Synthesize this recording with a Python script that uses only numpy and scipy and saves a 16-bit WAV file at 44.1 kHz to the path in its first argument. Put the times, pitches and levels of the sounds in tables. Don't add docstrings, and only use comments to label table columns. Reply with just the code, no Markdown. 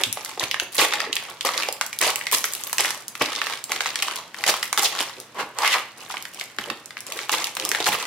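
import sys
import numpy as np
from scipy import signal
from scipy.fft import rfft, irfft, next_fast_len
from scipy.io import wavfile
from scipy.ndimage import uniform_filter1d, map_coordinates

SR = 44100
rng = np.random.default_rng(int(sys.argv[2]) if len(sys.argv) > 2 else 0)


def waveform_to_disk(signal):
    frames = np.transpose(np.atleast_2d(signal))
    scaled = np.clip(frames, -1, 1) * 32767
    samples = np.round(scaled).astype(np.int16)
    wavfile.write(sys.argv[1], SR, samples)


N = 355622
TOP_HZ = 16000

# start_s, length_s, crumple_db, crackle_db
COLLAPSES = [(0.0, .02, -29, -36.5), (0.402, 0.032, -28.5, -37), (0.779, .072, -22.5, -28),
             (1.447, 0.025, -21.5, -28.5), (2.006, 0.096, -24, -29.5), (2.323, 0.026, -26.5, -21.5),
             (2.79, 0.02, -29, -32), (3.209, 0.013, -20.5, -30), (4.461, 0.04, -22, -25.5),
             (4.778, 0.02, -22.5, -24.5), (4.826, 0.027, -27, -30.5), (4.998, 0.014, -26, -32),
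             (7.314, 0.035, -24.5, -29), (7.858, 0.032, -26, -29.5), (7.92, 0.034, -27, -33.5)]
# start_s, length_s, level_db
FILM_RUBS = [(1.056, 0.056, -33), (5.16, 0.067, -39.5), (5.339, 0.15, -34), (6.657, 0.077, -33),
             (7.548, 0.2, -37)]

def crinkle(stir):
    drive = stir * amp([[1.5], [0]])
    for start_s, length_s, crumple_db, crackle_db in COLLAPSES:
        avalanche = stroke(length_s, attack_s=.004, t60_s=.025)
        add(drive, start_s, amp([[crumple_db], [crackle_db]]) * avalanche)
    t = np.arange(SR // 3) / SR
    rubbing = np.zeros((1, N))
    for start_s, length_s, level_db in FILM_RUBS:
        add(rubbing, start_s, amp([[level_db]]) * np.sin(np.pi * np.minimum(t / length_s, 1)))
    sparse = 1 / (1 + drive[0] / amp(-21))
    body, crisp = drive * amp(1.5 * wobble(60))
    folds = buckles(3000, centre_hz=401, spread_oct=.6, cycles=1.64, scatter_db=2 * sparse, size=700)
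    crumple = buckles(7500, centre_hz=1674, spread_oct=.852, cycles=3.3, scatter_db=6.5 * sparse, size=420)
    crackle = buckles(7000, centre_hz=6400, spread_oct=.806, cycles=1.1, scatter_db=5.2 * sparse, size=48)
    return body * crumple + (amp(-11) * body + rubbing) * folds + crisp * crackle


def buckles(count, centre_hz, spread_oct, cycles, scatter_db, size):
    start = rng.integers(N, size=count)
    pitch, strength, facing = rng.standard_normal((count, 3)).T
    hz = centre_hz * 2 ** (spread_oct * pitch)
    push = amp(scatter_db[start] * strength) * np.sqrt(hz) * (hz < TOP_HZ) * rng.choice([-1, 1], count)
    turns = np.float32(hz[:, None] / SR) * np.arange(size, dtype=np.float32)
    rings = push[:, None] * np.sin(2 * np.pi * turns) * np.exp(-turns / float(cycles))
    where = (start[:, None] + np.arange(size)).ravel()
    mid_side = np.array([np.bincount(where, r.ravel(), N)[:N] for r in (rings, rings * facing[:, None])])
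    power = uniform_filter1d(uniform_filter1d(mid_side ** 2, size=1100), size=1100)
    return mid_side / np.sqrt(np.abs(power) + 1e-6)


# start_s, length_s, crumple_db, crackle_db
HAND_PULLS = [(0.15, .16, -42, -46.5), (0.718, .04, -46, -35), (0.899, .14, -33, -61),
              (1.141, .18, -43, -50.5), (1.529, .11, -32, -39), (2.422, .28, -45, -43),
              (2.774, .13, -34.5, -37.5), (3.189, .025, -36, -38.5), (3.276, .25, -39, -46),
              (3.679, .06, -33, -41.5), (3.798, .38, -39.5, -46.5), (4.36, .08, -40, -44.5),
              (4.907, .11, -34.5, -42), (5.6, .18, -37, -44), (5.959, .22, -46, -49), (6.322, .1, -45, -49),
              (6.58, .07, -41, -47.5), (7.059, .16, -39.5, -43.5), (7.35, .08, -34.5, -40.5),
              (7.569, .46, -37, -43)]

def film_stir():
    held_db, settle_db, grip_s = -64, -12.5, .023
    power = np.full((2, N), amp(held_db) ** 2)
    for start_s, length_s, crumple_db, crackle_db in HAND_PULLS:
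        pull = stroke(length_s, grip_s, t60_s=.35)
        add(power, start_s, (amp([[crumple_db], [crackle_db]]) * pull) ** 2)
    for start_s, length_s, crumple_db, crackle_db in COLLAPSES:
        settling = amp(settle_db) * stroke(length_s, grip_s, t60_s=.65)
        add(power, start_s, (amp([[crumple_db], [crackle_db]]) * settling) ** 2)
    for start_s, ring_db, _, crack_db in BIG_SNAPS:
        unrest = stroke(0, attack_s=.0033, t60_s=.2)
        add(power, start_s, (amp([[ring_db - 10.5], [crack_db - 6]]) * unrest) ** 2)
    return np.sqrt(power)


# start_s, ring_db, pitch_hz, crack_db
BIG_SNAPS = [(0.036, -27.0, 2970, -30), (0.1726, -35.5, 770, -45), (0.3754, -36.0, 640, -46),
             (0.3963, -32.5, 4700, -51), (0.438, -33.0, 2440, -35.5), (0.5128, -31.5, 2730, -35),
             (0.5428, -28.0, 1840, -41.5), (0.5987, -29, 2000, -32.5), (0.9365, -27, 1590, -31.5),
             (1.0034, -28.5, 1570, -33), (1.1286, -30.5, 3740, -37.5), (1.1665, -30.5, 2850, -36.5),
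             (1.4091, -33.5, 2900, -38.5), (1.4901, -28, 1030, -36), (1.687, -29.5, 620, -34),
             (1.8117, -26, 1280, -29.5), (1.9294, -37, 2100, -41.0), (2.014, -31, 2340, -30),
             (2.1583, -34.5, 2300, -32.5), (2.212, -35.0, 1910, -50), (2.2684, -31.0, 1850, -35.5),
             (2.3145, -37, 1780, -34.5), (2.4417, -28, 1470, -30), (2.7296, -33.0, 1250, -31.5),
             (2.783, -29, 2020, -29), (2.8474, -27.5, 1620, -44), (3.153, -38.5, 1570, -42.5),
             (3.361, -36, 3730, -44), (3.4162, -27, 1640, -35), (3.4686, -32.0, 1420, -37),
             (3.5355, -36, 1590, -40.5), (3.719, -30.5, 1280, -32), (3.8064, -25.5, 1800, -33),
             (3.859, -29.5, 1690, -39), (3.9572, -31.5, 2260, -33.5), (4.0238, -28.0, 2500, -32),
             (4.0826, -31.5, 1150, -37), (4.3444, -38, 1700, -45.5), (4.439, -28.0, 1520, -32),
             (4.54, -30.5, 1080, -35.5), (4.6285, -29, 1830, -32.5), (4.7285, -28.0, 1530, -30),
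             (4.776, -26, 1050, -29), (5.5869, -33, 960, -34.5), (5.6768, -30.5, 2270, -32),
             (6.102, -37, 1140, -67), (6.141, -34.5, 1160, -47), (6.1694, -36.5, 2040, -55),
             (6.253, -40.0, 1890, -44), (6.4112, -35.5, 2110, -46.5), (6.586, -30.0, 1650, -36.5),
             (6.7009, -32.5, 1570, -37.5), (6.907, -44, 1750, -49), (6.9696, -38.0, 1810, -46.5),
             (7.19, -34.5, 1900, -53), (7.2944, -28, 1000, -32), (7.4426, -33.0, 3700, -34),
             (7.5684, -32.5, 1380, -36), (7.7159, -27.0, 1520, -30.5), (7.7487, -26, 1600, -33.5),
             (7.8674, -25, 1540, -30.5)]
# start_s, level_db
FINGER_TICKS = [(0.1275, -31.5), (0.2482, -38), (1.155, -36), (1.301, -48.5), (1.726, -36.5), (1.8643, -39),
                (1.9887, -33.5), (2.3838, -34), (2.536, -35), (2.637, -37), (3.0816, -38.5),
                (3.6408, -37.5), (4.159, -39), (5.028, -43), (5.201, -43.5), (6.18, -53), (6.225, -44),
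                (6.3365, -53), (6.346, -47), (6.4396, -49), (6.8587, -46), (7.0057, -43), (7.067, -43),
                (7.168, -57), (7.552, -42), (7.651, -31), (7.691, -32)]

def creases(stir):
    out = np.zeros((2, N))
    for start_s, ring_db, pitch_hz, crack_db in BIG_SNAPS:
        add(out, start_s, snap(ring_db, pitch_hz, crack_db))
    for start_s, level_db in FINGER_TICKS:
        add(out, start_s, amp(level_db) * crack(centre_hz=7000))
    lowest_hz, range_oct, small_range_db = 688, 2.72, 14
    handling = np.cumsum(stir[0] ** .2)
    for moment, strength, pitch in rng.random(size=(520, 3)):
        i = np.searchsorted(handling, moment * handling[-1])
        ring_db, crack_db = 20 * np.log10(stir[:, i]) + [-12.5, -10] + small_range_db * strength ** 2
        add(out, i / SR, snap(ring_db, lowest_hz * 2 ** (range_oct * pitch), crack_db))
    volley_per_s, volley_range_db = 140, 7.5
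    for start_s, length_s, crumple_db, crackle_db in COLLAPSES:
        count = int(np.ceil(length_s * volley_per_s))
        for k, (delay, strength, pitch) in enumerate(rng.random(size=(count, 3))):
            crease = snap(crumple_db - 18.5, lowest_hz * 2 ** (range_oct * pitch ** 2), crackle_db - 16)
            add(out, start_s + length_s * (k + delay) / count, amp(volley_range_db * strength) * crease)
    return out


def snap(ring_db, pitch_hz, crack_db):
    t = np.arange(SR // 20) / SR
    shiver = rng.standard_normal((2, len(t)))
    shiver[0, 0] = 1.35 * rng.choice([-1, 1])
    crack_hz = min(5950 * 2 ** (.22 * (crack_db - ring_db)), 13000)
    facet = filtered(shiver * fade(t, .016), lambda f: resonance(f, pitch_hz, .75 * pitch_hz) ** 2)
    return amp(crack_db) * crack(crack_hz) + amp(ring_db) * np.array([unit(x) for x in facet])


def crack(centre_hz):
    t = np.arange(SR // 20) / SR
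    burst = rng.standard_normal((2, len(t))) * (fade(t, .004) + .19 * fade(t, .042))
    burst[0, 0] = 2.3 * rng.choice([-1, 1])
    band = filtered(burst, lambda f: resonance(f, centre_hz, 1.6 * centre_hz) ** 2)
    return np.array([unit(x) for x in band])


# time_s, level_db, resonance_hz
FLAP_SLIDE = [(5.345, -46, 850), (5.41, -24.5, 1140), (5.5, -81, 920), (5.57, -39.5, 870), (5.63, -23, 990),
              (5.663, -19, 1580), (5.697, -31.5, 2220), (5.733, -21.5, 2200), (5.755, -23.5, 1000),
              (5.776, -31, 860), (5.82, -83, 850)]
# time_s, level_db, resonance_hz
SEAL_RIP = [(4.815, -34, 9300), (4.85, -20.5, 4100), (4.862, -20.5, 2850), (4.9, -73, 3000)]

def scrape(path):
    time_s, level_db, resonance_hz = np.transpose(path)
    t = time_s[0] + np.arange(SR // 2) / SR
    gain = amp(np.interp(t, time_s, level_db))
    glide_hz = np.interp(t, time_s, resonance_hz)
    slips = rng.standard_normal((2, len(t))) * amp(2 * wobble(300)[:len(t)])
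    air_pocket = unit(filtered(slips, lambda f: resonance(f, hz=1040, width_hz=1100)))
    out = np.zeros((2, N))
    for hz in np.geomspace(700, 11200, 9):
        share = np.clip(1 - 2 * np.abs(np.log2(glide_hz / hz)), 0, 1)
        ring = filtered(slips, lambda f: resonance(f, hz, .36 * hz) * resonance(f, hz, 3 * hz))
        add(out, time_s[0], gain * np.sqrt(share) * (unit(ring) + .33 * air_pocket))
    return out


# centre_hz, width_hz, gain_db
BAG_MODES = [(360, 236, -4), (843, 104, -3.5), (1128, 207, 0.5), (1990, 510, -5.5)]
# frequency_hz, gain_db
FILM_RADIATION = [(60, -14.5), (200, -13.5), (500, -3.5), (1500, -6.5), (3000, 0.5), (8000, 0),
                  (12000, 1.5), (16000, -3.5)]

def bag_response(f):
    modes = sum(amp(db) * np.abs(resonance(f, hz, width_hz)) ** 2 for hz, width_hz, db in BAG_MODES)
    return minimum_phase(amp(along(FILM_RADIATION, f)) * (1 + modes))


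# start_s, level_db, pitch_hz
PATTY_BUMPS = [(0.062, -24.5, 126.4), (0.43, -19, 324), (0.618, -22.5, 457), (3.21, -11.5, 352),
               (6.583, -24, 240), (6.705, -27.5, 260), (7.8, -17, 470), (7.883, -22.5, 196)]

def bumps():
    out, t = np.zeros((2, N)), np.arange(SR // 6) / SR
    for start_s, level_db, hz in PATTY_BUMPS:
        push = rng.standard_normal((2, len(t))) * fade(t, 24 / hz) * (1 - np.exp(-t / .0021))
        knock = filtered(push, lambda f: resonance(f, hz, 1.37 * hz) ** 2
                         + .53 * resonance(f, 130, 130) ** 2)
        add(out, start_s, amp(level_db - 21.5) * unit(knock))
    return out


# frequency_hz, t60_s
KITCHEN_DECAY = [(200, 0.36), (2000, 0.4), (12000, 0.28)]

def kitchen(source):
    out, step, delay_s = np.zeros((2, N)), SR // 4, .003
    starts = range(0, N, step)
    hz, t, noise = signal.stft(rng.standard_normal((len(starts), 2, step)), SR, nperseg=256)
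    tails = signal.istft(noise * fade(t, along(KITCHEN_DECAY, hz)[:, None]), SR, nperseg=256)[1]
    for start, tail in zip(starts, tails):
        echo = signal.fftconvolve(source[:1, start:start + step], tail / np.linalg.norm(tail[0]), axes=1)
        add(out, start / SR + delay_s, echo)
    return out


# frequency_hz, density_db
ROOM_AIR = [(25, -30), (60, -22.5), (120, -9), (220, -8.5), (500, -10.5), (1200, -11), (4000, -19),
            (16000, -42)]

def background():
    air = unit(filtered(rng.standard_normal((2, N)), lambda f: amp(along(ROOM_AIR, f))))
    hum = np.sin(2 * np.pi * 120 * np.arange(N) / SR)
    return amp(-50) * air + amp(-64) * hum


def amp(db):
    return 10 ** (np.asarray(db) / 20)


def unit(x):
    return x / np.sqrt(np.mean(x ** 2) + 1e-20)


def along(points, hz):
    f, values = np.transpose(points)
    return np.interp(np.log(hz + 1), np.log(f), values)


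def wobble(knots_per_s):
    knots = rng.standard_normal(int(N * knots_per_s / SR) + 4)
    return map_coordinates(knots, [np.arange(N) * knots_per_s / SR])


def filtered(x, response):
    size = x.shape[-1]
    padded = 2 * next_fast_len(size // 2 + 2048)
    return irfft(rfft(x, padded) * response(np.fft.rfftfreq(padded, 1 / SR)), padded)[..., :size]


def minimum_phase(gain):
    cepstrum = irfft(np.log(gain + 1e-6))
    half = len(cepstrum) // 2
    cepstrum[1:half] *= 2
    cepstrum[half + 1:] = 0
    return np.exp(rfft(cepstrum))


def resonance(f, hz, width_hz):
    return 1j * f * width_hz / (hz * hz - f * f + 1j * f * width_hz)


def fade(t, t60_s):
    return np.exp(-np.log(1000) * t / t60_s)


def stroke(length_s, attack_s, t60_s):
    t = np.arange(SR) / SR
    return np.minimum(t / attack_s, 1) * fade(np.maximum(t - length_s, 0), t60_s)


def add(track, start_s, sound):
    part = track[:, max(round(start_s * SR), 0):][:, :sound.shape[1]]
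    part += sound[:, :part.shape[1]]


# frequency_hz, side_gain_db
STEREO_WIDTH = [(100, -24), (400, -17), (1000, -13), (2000, -5), (4000, -3), (7000, 1.5), (13000, -3)]

def scene():
    stir = film_stir()
    film = crinkle(stir) + creases(stir) + scrape(FLAP_SLIDE) + scrape(SEAL_RIP)
    bag = filtered(film, bag_response) + bumps()
    mid, side = bag + amp(-6.5) * kitchen(bag) + background()
    side = filtered(side, lambda f: minimum_phase(amp(along(STEREO_WIDTH, f))))
    return np.array([mid + side, mid - side]) * amp([[-1], [0]])


def record(dry):
    ceiling, low_cut_hz = .85, 45
    rounded = dry / (1 + (dry / ceiling) ** 8) ** (1 / 8)
    low_cut = lambda f: (1j * f / (1j * f + low_cut_hz)) ** 2
    high_cut = lambda f: 1 / (1 + (f / TOP_HZ) ** 120)
    return filtered(rounded, lambda f: low_cut(f) * high_cut(f))


dry = scene()
out = record(dry)
waveform_to_disk(out)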